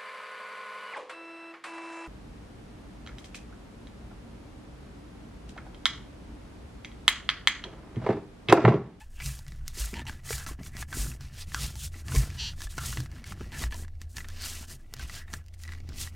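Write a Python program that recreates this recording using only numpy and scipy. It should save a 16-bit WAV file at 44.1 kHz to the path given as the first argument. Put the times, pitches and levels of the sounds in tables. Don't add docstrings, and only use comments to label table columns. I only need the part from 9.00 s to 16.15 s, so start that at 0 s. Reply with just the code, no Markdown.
import sys
import numpy as np
from scipy import signal
from scipy.fft import rfft, irfft
from scipy.io import wavfile
from scipy.ndimage import uniform_filter1d

SR = 44100
rng = np.random.default_rng(int(sys.argv[2]) if len(sys.argv) > 2 else 0)


def dump_mix(stems):
    frames = np.atleast_2d(stems).T
    limited = np.clip(frames, -1, 1)
    pcm = np.round(limited * 32767).astype(np.int16)
    wavfile.write(sys.argv[1], SR, pcm)


N = 315315
TIME = np.arange(N) / SR


def amp(db):
    return 10 ** (np.asarray(db) / 20)


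def unit_rms(x):
    return x / np.sqrt(np.mean(x ** 2) + 1e-20)


def add(mix, start_s, sound):
    part = mix[max(round(start_s * SR), 0):][:len(sound)]
    part += sound[:len(part)]


def colour(x, spectrum, size=8192):
    hz, db = np.transpose(spectrum)
    log_hz = np.log(abs(np.fft.fftfreq(size, 1 / SR)) + 1)
    log_gain = np.log(amp(np.interp(log_hz, np.log(hz), db)))
    response = np.fft.ifft(np.exp(np.conj(signal.hilbert(log_gain)))).real[:size // 2]
    return signal.fftconvolve(x, response)[:len(x)]


def wander(rate_hz):
    hz = np.fft.rfftfreq(N, 1 / SR)
    return unit_rms(irfft(rfft(rng.standard_normal(N)) * np.exp(-(hz / rate_hz) ** 2), N))


def tube(x, reflection):
    lag = round(.00067 * SR)
    delayed = np.pad(x, (2 * lag, 0))
    return x + reflection * delayed[lag:lag + len(x)] + .17 * reflection ** 2 * delayed[:len(x)]


def friction(grains_per_s, spread_db, smooth):
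    size = amp(spread_db * np.minimum(rng.exponential(1, N), 3.5))
    catches = size * rng.choice([-1, 1], N) * (rng.random(N) < grains_per_s / SR)
    return unit_rms(unit_rms(catches) + smooth * rng.standard_normal(N))


def resonate(x, hz, width_hz):
    phasor = np.exp(2j * np.pi * np.cumsum(hz) / SR)
    pole = np.exp(-np.pi * width_hz / SR)
    return 2 * (phasor * signal.lfilter([1 - pole], [1, -pole], x / phasor)).real


def ringing(modes):
    out = np.zeros(N)
    for hz, nominal_width_hz, db in modes:
        pitch, width_hz = np.full(N, hz), 1.32 * nominal_width_hz
        once = resonate(rng.standard_normal(N), pitch, width_hz)
        out += amp(db) * unit_rms(resonate(once, pitch, width_hz))
    return unit_rms(out)


def stroking(layer, follow, lift_db_per_s, rest_db):
    # hiss_db, swish_db, rub_db, body_db, rumble_db
    strokes = [(.005, 0.046, 0.08, 17, -60, -60, -59.5, -78, -82),
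               (.16, 0.06, 0.027, 11, -60.5, -71, -66, -67, -69),
               (0.257, 0.085, 0.2, 28.5, -40.5, -43.5, -47.5, -55.5, -49),
               (.479, 0.012, 0.24, 19, -64.5, -60.5, -60, -59.5, -50.5),
               (.688, 0.029, 0.049, 10, -56, -52.5, -58.5, -72, -61),
               (0.794, .056, 0.15, 18.5, -38, -40.5, -46, -57.5, -53),
               (.956, .022, 0.06, 6.5, -58, -47, -48.5, -43.5, -46.5),
               (1.08, 0.037, 0.17, 34, -51, -49.5, -47.5, -52.5, -47.5),
               (1.316, 0.067, .13, 14.5, -38, -42, -43, -57, -49),
               (1.469, 0.003, 0.066, 14, -43, -45, -43, -49, -53),
               (1.594, .009, 0.04, 30, -67, -60, -46.5, -49, -50.5),
               (1.672, 0.074, 0.042, 27, -48, -52.5, -50.5, -53, -51.5),
               (1.815, .1, 0.036, 28, -43, -46, -45, -51, -45),
               (1.986, 0.1, 0.18, 22.5, -37.5, -46.5, -46, -46, -46.5),
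               (2.012, 0.026, 0.018, 7, -34.5, -41, -56, -55, -52),
               (2.085, 0.034, 0.032, 6, -44.5, -58, -66, -54, -46),
               (2.22, 0.028, 0.15, 20, -61, -52, -53, -58, -49),
               (2.421, 0.09, 0.022, 12.5, -49, -45, -51.5, -70, -59),
               (2.632, 0.16, 0.12, 22, -39.5, -37.5, -47.5, -51.5, -44),
               (2.852, 0.09, 0.028, 11.5, -40, -45.5, -55, -61, -47.5),
               (3.003, 0.078, 0.014, 7.5, -54, -52, -53, -53.5, -59),
               (3.168, 0.12, 0.15, 27.5, -36, -40, -40, -41.5, -38),
               (3.477, 0.41, 0.062, 6.5, -57, -50, -53.5, -58.5, -49.5),
               (3.641, 0.078, 0.04, 19, -46, -45, -52, -53.5, -56),
               (3.708, .02, .07, 22, -50.5, -52, -54, -64, -72),
               (3.865, 0.13, 0.2, 22.5, -39.5, -40.5, -45.5, -52.5, -44),
               (3.973, 0.0046, 0.095, 17, -65, -45, -53, -52, -47),
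               (4.161, 0.064, 0.073, 11, -63.5, -56.5, -52.5, -50.5, -52.5),
               (4.308, 0.046, .018, -1, -55.5, -50, -49.5, -51.5, -50),
               (4.421, 0.088, 0.13, 16, -61.5, -54.5, -52.5, -49, -50),
               (4.631, 0.11, 0.047, 20, -39, -39.5, -41, -44.5, -48),
               (4.811, .1, 0.03, 6.5, -50.5, -57, -53, -49.5, -54.5),
               (5.022, 0.018, 0.02, 9, -62, -55, -58.5, -62, -60),
               (5.13, 0.031, 0.034, 2, -62.5, -75, -85, -80, -73),
               (5.166, 0.022, 0.11, 24.5, -47.5, -49, -48.5, -50.5, -54.5),
               (5.41, 0.13, 0.034, 10, -57.5, -47.5, -51, -57.5, -67),
               (5.448, 0.041, 0.2, 12.5, -41, -39.5, -47.5, -55, -59),
               (5.719, 0.038, .034, 8, -45.5, -48.5, -53.5, -51.5, -56),
               (5.86, 0.067, 0.082, -9, -78.5, -80, -67.5, -65.5, -68),
               (6.029, 0.1, 0.051, 23, -54, -44, -49, -51.5, -54),
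               (6.175, 0.16, 0.062, 22, -48, -42, -50.5, -55, -57),
               (6.347, 0.071, 0.065, 22, -51, -55, -48.5, -55.5, -53),
               (6.54, .01, 0.016, 19, -59, -55, -62, -78, -78),
               (6.633, 0.042, 0.034, 8, -55.5, -56, -66, -75, -83),
               (6.723, 0.069, .085, 15, -63, -54.5, -53.5, -54, -59.5),
               (6.95, 0.15, 0.019, 23, -70, -52.5, -57, -51, -51.5),
               (7.013, 0.065, 0.081, 18.5, -39.5, -38, -48, -53, -51.5),
               (7.143, .025, .03, 9, -66, -65, -58, -56, -60)]
    fastest_s, rise_s, fall_s, sag_db, *levels = np.transpose(strokes)
    layer_db = levels[["hiss", "swish", "rub", "body", "rumble"].index(layer)]
    land_db_per_s, flatness = 1100, 1.27
    t = TIME[::32]
    since = t[:, None] - fastest_s
    slowness = np.minimum(np.maximum(-since / rise_s, since / fall_s), 1) ** flatness
    landing_db = land_db_per_s * np.maximum(-since - rise_s, 0)
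    lifting_db = lift_db_per_s * np.maximum(since - fall_s, 0)
    power = (amp(layer_db - follow * sag_db * slowness - landing_db - lifting_db) ** 2).sum(1)
    return np.interp(TIME, t, np.sqrt(power + amp(rest_db) ** 2))


def room_rumble():
    # frequency_hz, gain_db
    spectrum = [(20, -9.5), (60, 6.5), (100, -9), (150, -20), (220, -27), (400, -37.5), (700, -29.5),
                (1200, -52), (4000, -71), (9000, -51), (16000, -56)]
    return amp(-50.5) * unit_rms(colour(rng.standard_normal(N), spectrum))


def sliding():
    # frequency_hz, gain_db
    hiss_spectrum = [(1500, -36), (3000, -9.5), (4600, -4), (7000, 1), (9500, -1.5), (11500, -6),
                     (14000, -7), (16000, -14.5)]
    swish_spectrum = [(700, -13), (1500, -11), (2400, -6), (3200, -6.5), (4400, -3), (6000, -5),
                      (10000, -24.5)]
    speed = stroking("hiss", follow=1, lift_db_per_s=900, rest_db=-84)
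    grainy = 1 / (1 + speed / amp(-55))
    crackle = friction(grains_per_s=900, spread_db=4.5, smooth=1.2)
    drive = np.sqrt(1 - grainy) * rng.standard_normal(N) + np.sqrt(grainy) * crackle
    hiss = unit_rms(colour(drive * amp(1.6 * wander(rate_hz=78)), hiss_spectrum))
    rough = friction(grains_per_s=1100, spread_db=8.5, smooth=1.27)
    palm = resonate(rng.standard_normal(N), 3000 * np.exp(.14 * wander(rate_hz=12.3)), width_hz=270)
    swish = unit_rms(colour(rough, swish_spectrum)) + amp(-6) * unit_rms(colour(palm, swish_spectrum))
    swish_gain = stroking("swish", follow=1, lift_db_per_s=900, rest_db=-75.5)
    return hiss * speed + amp(-3.5) * unit_rms(swish) * swish_gain


def gripping():
    # frequency_hz, gain_db
    spectrum = [(300, -11), (650, 0), (950, 0.5), (1300, 5), (1750, 1.5), (2200, -4.5), (3000, -2),
                (6000, -39.5)]
    drive = friction(grains_per_s=450, spread_db=5, smooth=.82)
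    hollow = resonate(drive, 1720 * np.exp(.11 * wander(rate_hz=18)), width_hz=190)
    rub = unit_rms(unit_rms(colour(drive, spectrum)) + amp(-.5) * unit_rms(hollow))
    return amp(-4.5) * rub * stroking("rub", follow=.55, lift_db_per_s=696, rest_db=-73)


def shaking():
    # pitch_hz, nominal_width_hz, relative_db
    low_modes = [(57.2, 17, 0), (129.5, 22.7, -4.5)]
    body_modes = [(193.5, 17, -4.5), (236.7, 27, 1.4), (330, 58, -1.7)]
    # frequency_hz, gain_db
    rumble_spectrum = [(20, -24), (45, -14), (62, -4), (105, 11), (150, 5), (220, -7.5), (400, -48.5)]
    scuff_spectrum = [(100, -28.5), (210, 4.5), (350, -3), (500, -8), (750, -9), (1500, -45.5)]
    # time_s, level_db
    bend_envelope = [(0.0, -70), (0.26, -58.5), (1.77, -48), (2.37, -51.5), (3.3, -41), (3.4, -48),
                     (5.42, -44), (5.81, -54), (7.15, -41.5)]
    rumble = ringing(low_modes) + amp(-6) * unit_rms(colour(rng.standard_normal(N), rumble_spectrum))
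    rumble = unit_rms(rumble) * stroking("rumble", follow=.43, lift_db_per_s=190, rest_db=-76)
    scuff = unit_rms(colour(friction(grains_per_s=200, spread_db=8.5, smooth=.9), scuff_spectrum))
    body = unit_rms(scuff + amp(1) * ringing(body_modes))
    body *= stroking("body", follow=.4, lift_db_per_s=400, rest_db=-68)
    bend_hz, bend_db = 82.6, np.interp(TIME, *np.transpose(bend_envelope))
    swing = amp(bend_db + 2.95 * wander(rate_hz=7.5))
    bend = np.sqrt(2) * swing * np.sin(2 * np.pi * bend_hz * TIME + .88 * wander(rate_hz=7))
    sway = ringing([(18.15, 4.3, 0)])
    return amp(7.5) * rumble + amp(-3.5) * body + bend + amp(-46.5) * sway


def creaks():
    # time_s, slips_per_s, level_db, brightness (0 soft grip, 1 tight)
    gestures = [
        [(.005, 760, -49, 0), (.018, 890, -51.5, 0), (.034, 870, -59, 0), (.046, 1400, -68, 0)],
        [(.945, 266, -50, 0.29), (.968, 330, -44.5, 0.1), (.992, 304, -42, 0.01), (1.007, 360, -46, 0),
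         (1.03, 550, -73, 0.04)],
        [(1.072, 270, -40.5, 0.27), (1.08, 310, -48, 0.12), (1.088, 360, -40, 0.18), (1.096, 210, -48, 0)],
        [(3.365, 1080, -66, 0.6), (3.388, 960, -41, 1), (3.402, 540, -34, 0.99), (3.416, 450, -35.5, 1),
         (3.432, 314, -36, 0.97), (3.448, 260, -36, 1), (3.462, 540, -37, 0.98), (3.486, 440, -36.5, 1),
         (3.5, 300, -45, 0.96), (3.53, 400, -63, .8)],
        [(4.52, 170, -49, .15), (4.535, 280, -51, 0.55), (4.552, 170, -50, 0.5), (4.575, 330, -68, 0.1)],
        [(4.71, 134, -50, 0.3), (4.728, 234, -50, 0.27), (4.75, 350, -53, 0.36), (4.77, 180, -57, .3)],
    ]
    # frequency_hz, gain_db
    soft_spectrum = [(200, -17), (650, -15), (920, 16), (1200, -25), (1800, 5.5), (2300, 2), (3200, -1.5),
                     (4500, -17), (8000, -11), (16000, -35)]
    tight_spectrum = [(300, -11), (1000, -17), (2100, -3.5), (2800, 8.5), (3800, 10), (4700, 8.5),
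                      (6300, 1.5), (7500, -7.5), (10000, -35), (16000, -94)]
    out = np.zeros(N)
    for rows in gestures:
        time_s, *columns = np.transpose(rows)
        t = np.arange(time_s[0], time_s[-1], 1 / SR)
        rate, db, bright = (np.interp(t, time_s, column) for column in columns)
        jitter, force, grit = rng.standard_normal((3, len(t)))
        uneven = .03 + .12 * (1 - bright) * (rate < 600)
        cycles = np.cumsum(rate * (1 + uneven * unit_rms(uniform_filter1d(jitter, 150)))) / SR
        releases = np.diff(np.floor(cycles), prepend=-1)
        slips = releases * np.exp(3 * uneven * force) * np.sqrt(SR / rate) + .09 * grit
        soft = unit_rms(tube(colour(slips, soft_spectrum), reflection=.22))
        tight = unit_rms(tube(colour(slips, tight_spectrum), reflection=.54))
        add(out, time_s[0], amp(db) * (np.sqrt(1 - bright) * soft + np.sqrt(bright) * tight))
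    return out


def hollows():
    # start_s, length_s, relative_db, start_hz, end_hz
    pockets = [(0.14, 0.2, -51, 2750, 2500), (0.83, 0.091, -77, 1480, 1370), (1.356, 0.1, -51, 1690, 1340),
               (1.723, 0.053, -48, 1850, 2100), (1.91, 0.07, -45, 1610, 1440),
               (2.4, 0.041, -44.5, 4630, 4930), (2.535, 0.07, -42, 1510, 1220),
               (2.766, 0.13, -49, 3250, 3680), (3.193, 0.11, -57, 1730, 1240),
               (3.684, 0.054, -55, 3560, 3970), (3.785, 0.075, -44, 1310, 1390),
               (4.521, 0.06, -43, 1670, 1790), (5.391, 0.086, -41, 4500, 4500),
               (5.506, 0.11, -62, 2480, 2600), (6.116, 0.15, -50, 1500, 1800)]
    out = np.zeros(N)
    for start_s, length_s, db, start_hz, end_hz in pockets:
        n = round(length_s * SR)
        hz = np.geomspace(start_hz, end_hz, n)
        ring = resonate(rng.standard_normal(n), hz, width_hz=.25 * start_hz)
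        ring = resonate(ring, hz, width_hz=.22 * start_hz)
        add(out, start_s, amp(db) * unit_rms(ring) * np.sin(np.pi * np.arange(n) / n))
    return amp(-2.5) * out


def light_contacts(count):
    rub_db = 20 * np.log10(stroking("rub", follow=.64, lift_db_per_s=501, rest_db=-69))
    at = rng.integers(0, N, count)
    force, pitch, nail = rng.uniform(-.96, 1, (3, count))
    pop_db = rub_db[at] - 4 + 6.5 * force
    tick_db = pop_db - 2 + 6.5 * nail
    pitch_hz, t60_s = 1850 * np.exp(.264 * pitch), np.full(count, .02)
    return list(zip(at / SR, pop_db, pitch_hz, t60_s, tick_db))


def taps():
    # start_s, pop_db, pitch_hz, t60_s, tick_db
    contacts = [(.2015, -40.5, 2280, .041, -63), (.2069, -43.5, 2030, 0.021, -57),
                (.221, -42, 2330, .021, -57), (.261, -63, 2350, .05, -35.5), (.391, -56, 900, .027, -46.5),
                (.466, -55, 2090, 0.014, -57), (.4817, -60, 1960, .023, -49),
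                (.521, -53.5, 1910, 0.013, -56), (.6802, -54, 2190, .014, -33.5),
                (.941, -39, 2310, .01, -60), (1.015, -43, 1800, 0.055, -72), (1.054, -52, 910, 0.027, -55),
                (1.0677, -43, 2800, .011, -64), (1.0956, -37, 1610, 0.016, -46),
                (1.2916, -44, 1950, .018, -53), (1.3071, -39, 1610, 0.01, -40),
                (1.3291, -36, 2300, .026, -45), (1.4644, -39.5, 1340, 0.044, -41),
                (1.4887, -43.5, 1087, .046, -51), (1.6332, -55, 2390, .043, -49.5),
                (1.7683, -46.5, 2165, .01, -43), (1.8261, -37.5, 1700, 0.023, -62),
                (1.928, -35.5, 1595, 0.034, -53), (2.1168, -47.5, 2660, 0.013, -61),
                (2.2094, -55, 1670, 0.011, -48.5), (2.5196, -47, 1780, 0.021, -63),
                (2.5458, -29, 1590, 0.012, -32), (2.7558, -53, 865, 0.063, -44.5),
                (2.942, -49, 1990, 0.018, -61), (3.0831, -42.5, 1730, 0.015, -43),
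                (3.1203, -39, 1450, .03, -52), (3.1508, -37, 1067, 0.077, -34),
                (3.1603, -38.5, 2290, .03, -37), (3.606, -47, 1680, 0.025, -45),
                (3.6191, -44.5, 1734, 0.031, -39), (3.6708, -46, 1720, 0.032, -53),
                (3.7808, -32.5, 1437, 0.026, -37.5), (3.7862, -39, 1380, .027, -40),
                (3.9276, -41, 1470, .021, -53), (3.9729, -36.5, 1910, 0.0073, -56),
                (4.0038, -46.5, 1690, .015, -40), (4.0602, -49, 1860, .016, -68),
                (4.116, -63, 2200, .012, -54), (4.2419, -46, 2176, 0.022, -49.5),
                (4.2674, -57, 1910, .028, -57), (4.3222, -41, 1245, 0.015, -60),
                (4.409, -46.5, 1250, 0.018, -58), (4.6206, -42.5, 1130, 0.062, -46),
                (4.639, -34, 1850, 0.02, -54), (4.7236, -39.5, 1700, 0.062, -49),
                (4.7441, -46.5, 970, 0.032, -43), (4.8481, -53.5, 1670, .017, -75),
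                (4.8816, -55, 1930, 0.0054, -61), (5.0165, -50.5, 1840, 0.017, -44.5),
                (5.1687, -42, 1824, 0.034, -38), (5.1826, -40, 1750, 0.012, -40),
                (5.2052, -43, 1950, 0.021, -64), (5.2447, -44, 1780, 0.047, -72),
                (5.2866, -54, 1760, 0.019, -43), (5.302, -55, 1810, .033, -49),
                (5.4218, -56, 2390, .05, -41), (5.4591, -45, 1410, .041, -44),
                (5.6282, -54.5, 910, .031, -56.5), (5.9389, -46.5, 1530, 0.0071, -36),
                (5.967, -59, 1700, .012, -51), (5.995, -41.5, 1587, 0.055, -48),
                (6.0973, -42.5, 1970, 0.011, -51), (6.216, -52, 1900, .018, -68),
                (6.2794, -49.5, 1830, 0.067, -78), (6.3323, -47, 1650, 0.05, -43),
                (6.338, -35.5, 1760, 0.0093, -34), (6.463, -76, 2900, .01, -60.5),
                (6.484, -64.5, 3000, .01, -58), (6.6364, -51.5, 1940, 0.041, -44),
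                (6.652, -50, 1890, 0.02, -66), (6.678, -45.5, 1980, 0.088, -50),
                (6.6913, -45, 1840, 0.016, -66), (6.7206, -44.5, 1950, 0.023, -55),
                (6.7355, -47.5, 1880, 0.015, -55), (6.7487, -55, 1940, .016, -62),
                (6.891, -55, 2370, 0.0089, -49), (7.074, -44, 1900, 0.02, -55)]
    # frequency_hz, gain_db
    tip_spectrum = [(500, -3), (1500, -2), (3000, 5), (5500, 12.5), (8000, 5), (11000, 1), (16000, -39)]
    nail_spectrum = [(500, -30), (1500, -2), (3000, -2), (5500, 3), (8000, -1.5), (11000, -4), (16000, -9)]
    pops, ticks, t = np.zeros(N), np.zeros(N), np.arange(2400) / SR
    burst_norm = np.sqrt(.005 * SR)
    rows = contacts + light_contacts(count=50)
    for start_s, pop_db, hz, t60_s, tick_db in rows:
        grit = rng.standard_normal(len(t))
        glide = 1 + .06 * grit[-1] * (np.exp(-t / .003) - .5)
        phase = 2 * np.pi * np.cumsum(hz * glide) / SR
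        decay = amp(-60 * t / t60_s)
        side_modes = .35 * np.sin(.72 * phase) + .32 * np.sin(2.05 * phase)
        pop = np.sin(phase) * decay + side_modes * decay ** 1.5
        pop *= 1 + .58 * unit_rms(uniform_filter1d(grit, 24))
        pop = signal.sosfilt(signal.butter(2, .44 * hz, "high", fs=SR, output="sos"), pop)
        add(pops, start_s, amp(pop_db) * burst_norm * pop / np.linalg.norm(pop))
        hard = 1 / (1 + amp(pop_db - tick_db + 1.5) ** 2)
        blow = (t == 0) + .07 * grit * np.exp(-t / .0015)
        tick = (1 - hard) * colour(blow, tip_spectrum) + hard * colour(blow, nail_spectrum)
        tick = tube(tick, reflection=.5 * (1 - hard))
        add(ticks, start_s, amp(tick_db) * burst_norm * tick / np.linalg.norm(tick))
    return amp(1.5) * pops + amp(-1.05) * ticks


def thumps():
    # start_s, level_db, pitch_hz, rise_s, overtone_db
    grabs = [(.252, -29, 56.1, 0.028, -5.5), (0.796, -24, 52.6, 0.027, -30), (1.303, -38, 57.2, 0.041, -7),
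             (1.482, -35, 56.37, 0.031, -23), (1.982, -23.5, 51.3, 0.03, -30),
             (2.575, -31, 58.1, 0.027, -9), (3.163, -15, 54.1, 0.02, -7.5), (3.641, -32, 41.6, 0.022, -17),
             (3.834, -34.5, 79, 0.018, -11), (3.972, -27.5, 126.5, 0.019, -17),
             (4.308, -34.5, 76.7, 0.015, -11), (4.629, -26, 56.7, 0.029, -18),
             (6.018, -33.5, 61.4, 0.025, -18)]
    out, t = np.zeros(N), np.arange(SR // 3) / SR
    for start_s, db, hz, rise_s, overtone_db in grabs:
        swell = (t / rise_s * np.exp(1 - t / rise_s)) ** 1.26
        phase = 2 * np.pi * hz * t
        add(out, start_s, -amp(db) * swell * (np.sin(phase) + amp(overtone_db) * np.sin(2.4 * phase)))
    return out


def knocks():
    # time_s, relative_db, nominal_pitch_hz
    blows = [(.775, -42, 387), (.932, -32, 330), (.937, -31.5, 320), (1.098, -35.5, 250), (1.307, -29, 497),
             (1.513, -36.5, 355), (1.59, -37, 257), (1.602, -38, 269), (1.612, -32.5, 230),
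             (1.752, -38, 222), (1.958, -41, 334), (1.972, -34.5, 347), (2.058, -40.5, 290),
             (2.544, -40, 328), (2.754, -47, 288), (3.146, -32.5, 460), (3.157, -32, 415),
             (3.235, -40, 314), (3.78, -35.5, 335), (3.972, -37, 314), (4.003, -36.5, 285),
             (4.409, -34, 343), (4.414, -29.5, 326), (4.616, -35.5, 324), (5.016, -45.5, 260),
             (5.611, -39, 258), (5.938, -46, 400), (6.337, -36, 260), (6.89, -40, 290)]
    out, t = np.zeros(N), np.arange(3000) / SR
    attack = 1 - np.exp(-t / .00048)
    for time_s, db, hz in blows:
        low = np.sin(2 * np.pi * hz * .895 * t) * amp(-60 * t / .025)
        high = np.sin(2 * np.pi * hz * 2.55 * t) * amp(-16 - 60 * t / .023)
        add(out, time_s - .001, amp(db) * (low + high) * attack)
    return amp(4.5) * out


def booth(x, wet_db, t60_s):
    t = np.arange(SR // 5) / SR
    scatter = rng.standard_normal(len(t)) * (rng.random(len(t)) < .1)
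    scatter *= (t > .003) * amp(-60 * t / t60_s)
    return x + amp(wet_db) * signal.fftconvolve(x, scatter / np.linalg.norm(scatter))[:N]


def scene():
    hands = sliding() + gripping() + hollows() + taps() + knocks() + creaks()
    mix = booth(hands, wet_db=-11.5, t60_s=.023) + thumps() + shaking() + room_rumble()
    return np.tile(mix, (2, 1))


def record(dry):
    cutoff_hz = 16050
    lowpass = signal.firwin(511, cutoff_hz, window=("kaiser", 9), fs=SR)
    return signal.oaconvolve(dry, lowpass[None], "same")


dry = scene()
out = record(dry)
dump_mix(out)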